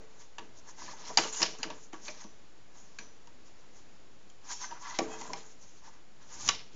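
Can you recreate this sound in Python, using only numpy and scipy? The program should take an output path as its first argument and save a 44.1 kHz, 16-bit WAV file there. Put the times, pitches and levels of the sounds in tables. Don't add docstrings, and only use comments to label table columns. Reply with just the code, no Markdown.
import sys
import numpy as np
from scipy import signal
from scipy.fft import rfft, irfft, next_fast_len
from scipy.io import wavfile
from scipy.ndimage import uniform_filter1d, map_coordinates

SR = 44100
rng = np.random.default_rng(int(sys.argv[2]) if len(sys.argv) > 2 else 0)


def natural_amplitude(level_db):
    exponent = np.asarray(level_db, float) / 20
    return 10 ** exponent


def inscribe(sig):
    pcm = np.round(np.clip(np.atleast_2d(sig).T, -1, 1) * 32767)
    wavfile.write(sys.argv[1], SR, pcm.astype(np.int16))


N = 297675


def unit(x):
    return x / np.sqrt(np.mean(x ** 2) + 1e-20)


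def along(points, hz):
    f, v = np.transpose(points)
    return np.interp(np.log(hz + 1), np.log(f + 1), v)


def wobble(rate):
    knots = rng.standard_normal(int(N * rate / SR) + 4)
    return map_coordinates(knots, [np.arange(N) * rate / SR])


def filtered(x, response):
    m = next_fast_len(len(x) + 8192)
    spectrum = rfft(x, m) * response(np.fft.rfftfreq(m, 1 / SR))
    return irfft(spectrum, m)[:len(x)]


def resonances(peaks):
    def response(f):
        total = 0
        for k, (centre, width, db) in enumerate(peaks):
            damping = 1j * f * width
            total = total + (-1) ** k * natural_amplitude(db) * damping / (centre * centre - f * f + damping)
        return total
    return response


def near(hz, centre_hz, octaves):
    return np.exp(-.5 * (np.log2(hz / centre_hz) / octaves) ** 2)


def add_at(x, s, sound):
    x[round(s * SR):][:len(sound)] += sound


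def ring(modes, t, favoured_hz, scatter_db, rise):
    x = np.zeros(len(t))
    for hz, db, t60 in modes:
        luck, side = rng.standard_normal(2)
        favour = 0.41 + near(hz, favoured_hz, octaves=0.26)
        decay = natural_amplitude(db + scatter_db * luck - 60 * t / t60)
        x += favour * decay * np.sign(side) * np.sin(2 * np.pi * hz * t)
    return x * (1 - np.exp(-t / rise)) / np.sqrt(len(modes))


def room(x):
    # frequency in Hz, t60 in seconds.
    room_decay = [(200, 0.26), (1000, 0.21), (3000, 0.35), (7000, 0.16)]
    hz, t, z = signal.stft(rng.standard_normal(SR // 2), SR, nperseg=256)
    decay = natural_amplitude(-60 * t / along(room_decay, hz)[:, None])
    tail = signal.istft(z * decay, SR, nperseg=256)[1]
    delayed = np.pad(x, (250, 0))
    return signal.fftconvolve(delayed, tail / np.linalg.norm(tail))[:len(x)]


def floor():
    # frequency in Hz, level in dB per Hz.
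    floor_curve = [(12, -43), (20, -21), (33, -22.5), (86, -23.5), (320, -23.5), (1100, -31.5), (6220, -39),
                   (7400, -32.5)]
    colour = lambda f: natural_amplitude(along(floor_curve, np.minimum(f, 7000))) * (f < 9000)
    noise = filtered(rng.standard_normal(N), colour)
    return natural_amplitude(-60.5 + 0.34 * wobble(3.7)) * unit(noise)


def grit(rough_db, judder_db):
    return rng.standard_normal(N) * natural_amplitude(rough_db * wobble(900) + judder_db * wobble(45))


def sliding():
    # resonance in Hz, width in Hz, level in dB.
    dust_squeak = [(5560, 680, 0), (5680, 830, 0), (6300, 680, 5), (6890, 840, 2.5), (7470, 280, 0)]
    pipe_wall = [(2430, 870, -1.5), (2970, 140, 2.5), (3230, 240, -0.5), (3650, 140, 3), (4130, 280, 1.5),
                 (4700, 130, 2.5), (5180, 400, -1.5)]
    air_column = [(797, 190, -2), (971, 104, 4), (1180, 120, -0.5), (1425, 170, -6.5), (1536, 60, -2),
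                  (1693, 40, -2), (2010, 110, -2.5), (1920, 680, -10)]
    table_body = [(176.2, 180, -3), (271.5, 56, 3), (324.4, 54, -1), (455, 29, 0), (498, 14, -3),
                  (631, 80, -3)]
    # start in seconds, hold in seconds, hiss in dB, pressure in dB, hiss centre in Hz.
    settling = [(0, 0.011, -69.5, 7.5, 6500), (.41, 0.01, -66.5, 8, 6200), (1.195, 0.0088, -33.5, -4, 6600),
                (1.25, 0.01, -49.5, 1.5, 6300), (1.218, 0.0089, -49, -12, 6600),
                (1.405, 0.035, -42, 0, 6300), (1.45, 0.011, -47, -6, 5600), (1.5, 0.031, -56, -11, 5900),
                (1.59, 0.0071, -54, -1, 6300), (1.65, 0.011, -55, 6.5, 6020),
                (1.706, 0.0072, -63, 6.5, 5970), (1.95, 0.023, -62, 3.5, 6300),
                (2.1, 0.0068, -51.5, -3.5, 6170), (2.17, .02, -59.5, -6, 5960),
                (2.255, 0.009, -73, 6, 6260), (2.33, 0.049, -74, 4, 6300), (3.01, 0.026, -61, -2.5, 6300),
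                (5.02, 0.014, -51, 4, 6680), (5.08, 0.081, -52.5, 2.5, 6780), (5.24, .02, -61, 3.5, 6700),
                (5.29, 0.032, -54.5, 5, 6940), (5.36, 0.011, -53, -3, 6400),
                (1.33, .01, -40.5, -23.5, 7050), (6.51, 0.011, -46, -5, 5530)]
    slides = [
        (.11, 0.064, -68, 2, 6440),
        (.27, 0.095, -73, -9, 6430),
        (.79, 0.019, -49.5, -5, 6250),
        (.82, 0.11, -51, 1, 6280),
        (.97, 0.14, -55.5, 2, 6060),
        (1.068, 0.027, -44.5, -10, 6040),
        (1.1, 0.016, -61, 11.5, 6040),
        (1.135, .03, -52.5, -2, 6600),
        (5.195, 0.051, -51.5, 1.5, 6600),
        (5.26, 0.029, -50, -4, 7100),
    ]
    brushes = [(.205, 0.014, -56, 4.5, 6600), (.572, 0.014, -60.5, 9.5, 6230),
               (1.35, 0.053, -40.5, -3.5, 6640), (1.75, .1, -59.5, -8, 6700),
               (2.212, 0.023, -54.5, 5.5, 6200), (2.756, 0.086, -60.5, 3, 6500),
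               (2.85, 0.16, -67.5, 2.5, 6200), (3.462, 0.022, -62, 0.5, 6200),
               (3.58, 0.055, -71.5, 15.5, 6040), (3.76, 0.037, -62, 4, 6600), (4.3, .008, -73.5, -6, 6700),
               (4.515, 0.0097, -38.5, 1, 6500), (4.56, 0.066, -51, -16.5, 6400),
               (4.62, 0.029, -44, 6, 6300), (5.44, 0.085, -60.5, -13, 6700), (5.62, 0.02, -59, -3, 6500),
               (5.68, 0.11, -64, -9, 6600), (6.28, 0.045, -60.5, 9, 6430), (6.335, 0.013, -46.5, 3, 6480),
               (6.405, 0.013, -43, -1.5, 6700), (6.44, 0.01, -42, -1.5, 6450), (6.465, 0.013, -39, 3, 6400),
               (6.745, 0.011, -61, -5, 6450)]
    skims = [(2.045, 0.04, -48.5, -6, 6460), (2.758, .012, -72.5, 10, 6300), (.692, 0.0061, -51.5, 1, 6400),
             (2.125, 0.024, -65, 11, 6200), (4.46, 0.043, -60, 6, 6300), (4.718, 0.023, -58.5, 15, 6240),
             (4.77, .03, -65, 5, 6100), (4.815, 0.037, -55.5, 6, 6600), (4.87, 0.1, -49.5, 4, 6170),
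             (5.85, 0.031, -61, 8, 6140), (5.93, 0.039, -70, 10, 6300), (6.225, 0.019, -65.5, 4, 6220)]
    # rise and fall in dB per second; wall, air column and table in dB.
    brushing, pushing = (403.5, 332, -8, -10, -25), (601, 421, -4.5, -2, -6.5)
    rocking = (1496, 154.5, -3.5, -1, 0)
    skimming = (403, 396.5, -4, -2.5, -22)
    wall_load, air_load, table_load = 0.064, 0.86, 1.57
    dull_db_per_octave, usual_hz = -41.5, 6300

    ticks = np.arange(0, N + 64, 64) / SR
    power = np.zeros((len(dust_squeak) + 3, len(ticks)))
    for rows, motion in ((brushes, brushing), (slides, pushing), (skims, skimming), (settling, rocking)):
        rise, fall, wall_db, air_db, table_db = motion
        for s, hold, db, pressure, centre_hz in rows:
            before, after = np.maximum(s - ticks, 0), np.maximum(ticks - s - hold, 0)
            stroke = natural_amplitude(db - rise * before - fall * after)
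            shares = np.array([0.24 + near(hz, centre_hz, octaves=0.12) for hz, _, _ in dust_squeak])
            shares = shares / np.linalg.norm(shares)
            wall = wall_db + wall_load * pressure + dull_db_per_octave * np.log2(centre_hz / usual_hz)
            bodies = natural_amplitude([wall, air_db + air_load * pressure, table_db + table_load * pressure])
            power += (np.append(shares, bodies)[:, None] * stroke) ** 2
    levels = [np.interp(np.arange(N) / SR, ticks, g) for g in np.sqrt(power)]

    x = np.zeros(N)
    for level, peak in zip(levels, dust_squeak):
        x += level * unit(filtered(grit(rough_db=2.0, judder_db=3.0), resonances([peak])))
    for level, body in zip(levels[len(dust_squeak):], (pipe_wall, air_column, table_body)):
        x += level * unit(filtered(grit(rough_db=3.0, judder_db=3.0), resonances(body)))
    return x


def thuds():
    # start in seconds, peak in dB, favoured mode in Hz, long frame ring in dB relative to the peak.
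    blows = [(0.387, -42, 432, -15.5), (1.102, -40.5, 614, -12), (1.18, -25.5, 290, -21.5),
             (1.249, -31.5, 436, -28), (1.412, -37.5, 320, -19), (1.427, -34, 337, -28),
             (1.651, -32.5, 316, -21), (1.934, -37.5, 327, -26), (2.085, -39, 624, -30),
             (2.245, -39.5, 223, -27), (2.993, -47, 207, -16.5), (4.988, -25, 540, -14),
             (5.016, -25.5, 370, -26), (5.332, -60, 452, 4), (6.485, -55.5, 676, 2), (6.74, -49, 152, -24),
             (0, -56, 450, -0.5), (1.112, -46, 170, -24), (1.421, -35, 165, -32)]
    # frequency in Hz, level in dB, t60 in seconds.
    table_modes = [(165, -7.5, 0.22), (208.4, -1.5, 0.13), (270, -7, 0.1), (313.4, -3, 0.17),
                   (336.4, 0, 0.13), (518, -4, 0.089), (613, 1.5, 0.1), (700, -9, 0.17)]
    frame_hz, frame_t60, beat_hz = 439.3, 0.75, 23
    x, t = np.zeros(N + SR), np.arange(SR // 2) / SR
    for s, db, hz, frame_db in blows:
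        beat = 1 + 0.43 * np.cos(2 * np.pi * beat_hz * t)
        frame = natural_amplitude(frame_db - 60 * t / frame_t60) * np.sin(2 * np.pi * frame_hz * (t + s))
        frame = frame * (1 - np.exp(-t / 0.0054)) * beat
        plate = natural_amplitude(0.5) * ring(table_modes, t, hz, scatter_db=-1.5, rise=0.0014)
        add_at(x, s, natural_amplitude(db) * (plate + frame))
    return x[:N]


def contacts():
    # start in seconds, crack peak in dB, pipe in dB relative to it,
    # favoured pipe mode in Hz, strongest crack in Hz.
    soft = [
        (0.383, -31, -5.5, 895, 2830),
        (1.5853, -36, -13, 875, 6510),
        (1.6305, -19, -14.5, 1130, 4580),
        (1.702, -30.5, -4.5, 970, 2670),
        (1.931, -32, -3, 760, 1910),
        (1.9400, -35, -1, 1200, 1660),
        (2.9872, -27, -17, 1020, 2400),
        (4.7112, -34, -5, 926, 5900),
        (5.0014, -32, 10.5, 790, 1520),
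        (5.2124, -28.5, -6, 910, 7100),
    ]
    hard = [(0.3924, -37, 0, 910, 1930), (1.1033, -36.5, 4.5, 1000, 6900), (1.1755, -10.5, -2.5, 800, 6500),
            (1.2354, -23, -8.5, 1110, 6590), (1.4037, -25, -8, 930, 5830), (1.4183, -14, -12, 1130, 2920),
            (2.2403, -38, -6, 974, 4800), (3.2725, -42, -7, 877, 6300), (4.9878, -15.5, -6.5, 700, 6300),
            (5.2954, -47, -1, 960, 7000), (5.3334, -21.5, -9.5, 790, 5600), (6.4886, -6, -18.5, 1080, 5600)]
    # start in seconds, crack peak in dB, brightness in dB per octave, strongest crack in Hz.
    held = [(1.1728, -5, 1, 4700), (1.1839, -10.5, -2.5, 2900), (1.327, -29, 11.5, 7010),
            (1.4283, -6.5, 1, 5040), (1.4312, -16.5, -8, 4700), (1.638, -24.5, -4.5, 1700),
            (1.708, -42, -3, 2800), (1.926, -43, -3, 2300), (2.0814, -25.5, -5, 2300),
            (4.2999, -42.5, 4, 7030), (6.478, -15, 1, 6220), (6.491, -17, -3, 3000)]
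    knocked = []
    for rows, tilt_db, rattle_t60 in ((soft, 0.5, 0.08), (hard, -1.5, 0.062)):
        for s, db, pipe_db, pipe_hz, crack_hz in rows:
            knocked.append((s, db, pipe_db, pipe_hz, tilt_db, crack_hz, rattle_t60))
    for s, db, tilt_db, crack_hz in held:
        knocked.append((s, db, -24, 1100, tilt_db, crack_hz, 0.061))
    return sorted(knocked)


def knocks():
    # frequency in Hz, level in dB, t60 in seconds.
    pipe_modes = [(736, 1.5, 0.038), (807, 2, 0.04), (947, 1.5, 0.069), (1131, 0.5, 0.085),
                  (1380, -8.5, 0.055), (1700, 8.5, 0.016), (2130, -18, 0.031)]
    # frequency in Hz, width in Hz, level in dB.
    crack_modes = [(1700, 1480, -2), (2375, 310, 4), (2790, 610, 0), (3840, 1100, 1.5), (4890, 540, 1),
                   (5600, 370, 4), (6600, 1200, 1.5)]
    x, t = np.zeros(N + SR), np.arange(SR // 3) / SR
    for s, db, pipe_db, pipe_hz, tilt_db, crack_hz, t60 in contacts():
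        bright, dull = rng.standard_normal((2, len(t)))
        chatter = bright * natural_amplitude(-60 * t / (0.47 * t60))
        chatter += 0.91 * uniform_filter1d(dull, size=8) * natural_amplitude(-60 * t / t60)
        walls = []
        for hz, width, level in crack_modes:
            favour_db = 7 * near(hz, crack_hz, octaves=0.18)
            walls.append((hz, width, level + 1.9 * rng.standard_normal() + favour_db))
        colour = lambda f: natural_amplitude(tilt_db * np.log2((f + 300) / 3500)) * resonances(walls)(f)
        rattle = filtered(chatter, colour)
        blow = filtered(1. * (t == 0), colour)
        hit = 0.57 * rattle / np.abs(rattle).max() + 0.49 * blow / np.abs(blow).max()
        hit += natural_amplitude(pipe_db) * ring(pipe_modes, t, pipe_hz, scatter_db=1.2, rise=0.004)
        add_at(x, s, natural_amplitude(db) * (hit + natural_amplitude(-13.5) * room(hit)))
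    return x[:N]


def rings():
    # start in seconds, frequency in Hz, level
    # in dB, t60 in seconds.
    knock_rings = [(0.383, 2780, -33, 0.014), (0.383, 1720, -34, 0.019), (0.383, 1110, -35.5, 0.019),
                   (0.383, 908, -35.5, 0.043), (1.1729, 4040, -18.5, 0.02), (1.1723, 5600, -22, 0.021),
                   (1.1728, 6580, -16.5, 0.031), (1.1728, 4766, -14, 0.032), (1.1726, 2970, -19, 0.031),
                   (1.1728, 806, -15.5, 0.027), (1.1728, 1140, -24.5, 0.065), (1.235, 1380, -37, 0.068),
                   (1.2359, 1098, -38, 0.087), (1.4185, 1110, -25, 0.018), (1.418, 2970, -31, 0.08),
                   (1.428, 4500, -20, 0.02), (1.428, 5330, -20, 0.017), (1.427, 4790, -21, 0.015),
                   (1.428, 4900, -18, 0.022), (1.427, 4310, -33, 0.022), (1.6314, 2960, -28, 0.022),
                   (1.6314, 4150, -36, 0.028), (1.6302, 2660, -36, 0.025), (1.6305, 850, -31.5, 0.026),
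                   (1.6305, 1145, -38, 0.055), (1.702, 2780, -50, 0.025), (1.702, 950, -36.5, 0.04),
                   (1.702, 1130, -37, 0.02), (1.931, 1340, -41, 0.018), (1.931, 2470, -46, 0.02),
                   (1.94, 1650, -52, 0.068), (1.94, 1130, -47, 0.032), (2.0813, 2020, -42, 0.022),
                   (2.0802, 2310, -36, 0.02), (2.0813, 980, -45, 0.067), (2.9872, 1630, -35, 0.028),
                   (2.9867, 2050, -46, 0.02), (2.9866, 2320, -47, 0.032), (2.9882, 950, -50, 0.1),
                   (3.2725, 940, -57, 0.039), (4.3, 3190, -52, 0.02), (4.3, 7060, -50, 0.02),
                   (5.333, 6330, -32, 0.02), (5.3334, 2140, -37.5, 0.041), (5.3331, 982, -38, 0.1),
                   (5.3334, 790, -33.5, 0.081), (6.4888, 2860, -25, 0.02), (6.4886, 5160, -18, 0.02),
                   (6.4886, 6290, -19.5, 0.015), (6.4882, 3040, -21, 0.018),
                   (1.6, 255, -43, 0.093), (1.252, 870, -38, 0.048), (1.244, 2900, -35, .03),
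                        (1.6305, 4900, -36, .025), (2.0813, 4450, -38.5, 0.033), (4.9885, 1150, -32, 0.081),
                        (2.9872, 2680, -43, .022), (4.991, 580, -31, 0.044), (1.3275, 7000, -29, .04),
                        (1.428, 950, -28, .05), (5.212, 2050, -44, .06), (1.4185, 5200, -25, .015),
                        (2.092, 620, -44, 0.084), (1.6305, 6000, -34, 0.027), (2.9872, 4700, -43, 0.022),
                        (4.9885, 5370, -23.5, 0.019), (4.9885, 6600, -30.5, .02),
                        (4.9885, 1000, -25.5, 0.017), (4.9885, 1850, -29, 0.023), (4.988, 2910, -36, 0.013),
                        (4.993, 690, -25, 0.043), (4.99, 330, -21, 0.04), (4.99, 265.4, -36, 0.32),
                        (4.991, 528, -27, 0.092), (4.992, 797, -34, 0.063), (5.017, 344, -32.5, 0.074),
                        (5.06, 255, -39, 0.15), (5.3334, 5270, -35, .02), (5.3334, 4170, -38, 0.024),
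                        (5.3334, 2380, -38, 0.039), (6.4886, 3920, -21.5, 0.035),
                        (6.4884, 1147, -25, 0.049), (6.488, 6900, -19.5, .02)]
    x, t = np.zeros(N + SR), np.arange(SR // 3) / SR
    for s, hz, db, t60 in knock_rings:
        rise = 1 - np.exp(-t * hz / 0.92)
        add_at(x, s, natural_amplitude(db - 60 * t / t60) * np.sin(2 * np.pi * hz * t) * rise)
    return x[:N]


def catches():
    # centre in seconds, length in seconds, frequency in Hz, level in dB.
    swells = [(0.692, 0.0095, 1020, -50), (0.806, 0.009, 2010, -50), (0.821, 0.009, 970, -43),
              (0.823, 0.013, 1120, -48.5), (0.882, 0.008, 1760, -48), (0.888, 0.018, 996, -47),
              (0.891, 0.011, 1150, -49), (0.916, 0.011, 1120, -49.5), (0.938, 0.008, 860, -53),
              (0.952, 0.031, 900, -55.5), (1.01, 0.025, 1010, -58), (1.035, 0.014, 930, -55),
              (1.107, 0.016, 992, -37), (1.112, 0.019, 660, -48.5), (4.506, 0.009, 1600, -47.5),
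              (4.528, 0.02, 970, -46.5), (4.524, 0.024, 1920, -53), (4.636, 0.035, 1000, -44),
              (4.642, 0.02, 2090, -49.5), (4.644, 0.012, 1890, -49), (4.645, 0.011, 1180, -47.5),
              (4.646, 0.02, 1540, -46), (4.72, 0.016, 1256, -48), (4.724, 0.017, 935, -38),
              (4.83, 0.024, 995, -53.5), (4.852, 0.014, 1390, -50), (4.853, 0.04, 1137, -47),
              (4.854, 0.031, 1700, -51.5), (4.86, 0.012, 2040, -49), (4.868, 0.05, 1010, -48),
              (4.906, 0.02, 940, -46), (4.911, 0.017, 1980, -47), (4.946, 0.013, 983, -44),
              (4.96, 0.03, 2040, -50), (5.094, 0.015, 940, -48.5), (5.105, 0.017, 785, -49),
              (5.138, 0.012, 766, -44), (5.159, 0.017, 935, -58), (5.172, 0.009, 790, -48),
              (5.218, 0.027, 920, -44.5), (5.258, 0.016, 1000, -54), (5.303, 0.017, 660, -48.5),
              (5.305, 0.014, 1010, -39.5), (5.828, 0.009, 990, -59.5), (5.888, 0.022, 900, -53),
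              (6.41, 0.024, 1203, -53.5), (6.412, 0.013, 1020, -56), (6.444, 0.019, 1440, -53),
              (6.447, 0.013, 820, -49)]
    half = SR // 16
    x, t = np.zeros(N + SR), np.arange(-half, half) / SR
    for s, length, hz, db in swells:
        bell = natural_amplitude(db - 6 * (2 * t / length) ** 2)
        tone = np.sin(2 * np.pi * (hz * t + rng.random()))
        x[round(s * SR) - half:][:len(t)] += bell * tone
    return x[:N]


def squeaks():
    # start in seconds, length in seconds, frequency in Hz, peak level in dB.
    tones = [(0.806, 0.064, 4680, -55), (0.875, 0.072, 4300, -56), (1.327, 0.02, 6930, -42),
             (1.351, .06, 6650, -42.5), (1.351, 0.03, 2920, -47.5), (1.42, 0.0078, 5200, -30.5),
             (2.036, 0.046, 7100, -56), (2.04, 0.056, 6400, -52), (2.09, 0.046, 6050, -53.5),
             (2.13, .08, 6000, -62), (2.182, .058, 6550, -60), (2.205, .02, 6500, -48),
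             (2.798, 0.047, 6890, -60), (4.5, 0.18, 5560, -48.5), (4.516, 0.02, 6960, -38),
             (4.553, 0.056, 3210, -61), (4.597, 0.081, 6300, -41.5), (4.89, 0.063, 4250, -59),
             (5.09, .09, 2540, -53), (5.09, 0.1, 3230, -55), (5.608, 0.11, 6420, -62)]
    x = np.zeros(N)
    for s, length, hz, db in tones:
        t = np.arange(round(length * SR)) / SR
        drift = 0.073 * np.cumsum(rng.standard_normal(len(t)))
        swell = np.sin(np.pi * t / length) ** 1.1
        add_at(x, s, natural_amplitude(db - 1.0) * swell * np.sin(2 * np.pi * hz * t + drift))
    return x


def blade_rings():
    # start in seconds, peak in dB.
    blade_hits = [
        (2.079, -53),
        (2.2406, -53.5),
        (2.987, -47),
        (4.651, -41.5),
        (4.71, -59),
    ]
    # frequency in Hz, level in dB, t60 in seconds.
    blade_modes = [(5850, -8, .25), (5900, 1.5, 0.47), (5950, -7.5, 0.21), (6040, -5, 0.46),
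                   (6140, -4.5, 0.44), (6160, -10, .25)]
    x, t = np.zeros(N + SR), np.arange(SR // 2) / SR
    for s, db in blade_hits:
        add_at(x, s, natural_amplitude(db - 3) * ring(blade_modes, t, 6000, scatter_db=1, rise=.01))
    return x[:N]


def lean():
    # time in seconds, level in dB.
    weight = [
        (6.15, -96),
        (6.26, -71),
        (6.326, -64),
        (6.422, -58.5),
        (6.482, -47.5),
        (6.7, -74),
        (6.732, -73),
        (6.75, -63),
    ]
    # frequency in Hz, width in Hz, level in dB.
    bench_modes = [(46, 13, -2.5), (95, 220, 5)]
    s, db = np.transpose(weight)
    level = natural_amplitude(np.interp(np.arange(N) / SR, s, db, left=-120))
    return level * unit(filtered(rng.standard_normal(N), resonances(bench_modes)))


def scene():
    rub = sliding() + squeaks()
    rub = filtered(rub, lambda f: (1j * f / (130 + 1j * f)) ** 2)
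    caught, rung = natural_amplitude(-1.5) * catches(), rings()
    x = rub + rung + natural_amplitude(-13.5) * room(rub + rung + caught)
    x += knocks() + thuds() + blade_rings() + lean() + floor()
    return (x + caught * natural_amplitude(3.5 * wobble(320)))[None]


def top_cut(x):
    return signal.sosfilt(signal.butter(12, 15600, fs=SR, output="sos"), x)


def record(dry):
    # frequency in Hz, level in dB.
    band_edge = [(7000, 0), (7300, -5), (7600, -17), (7720, -32), (7900, -47), (8600, -48), (8850, -62),
                 (16000, -72)]
    offset = -.00682
    x = filtered(dry[0], lambda f: natural_amplitude(along(band_edge, f)))
    x = x - 0.027 * x ** 3 + natural_amplitude(-95.0) * rng.standard_normal(N) + offset
    return top_cut(x[None])


dry = scene()
out = record(dry)
inscribe(out)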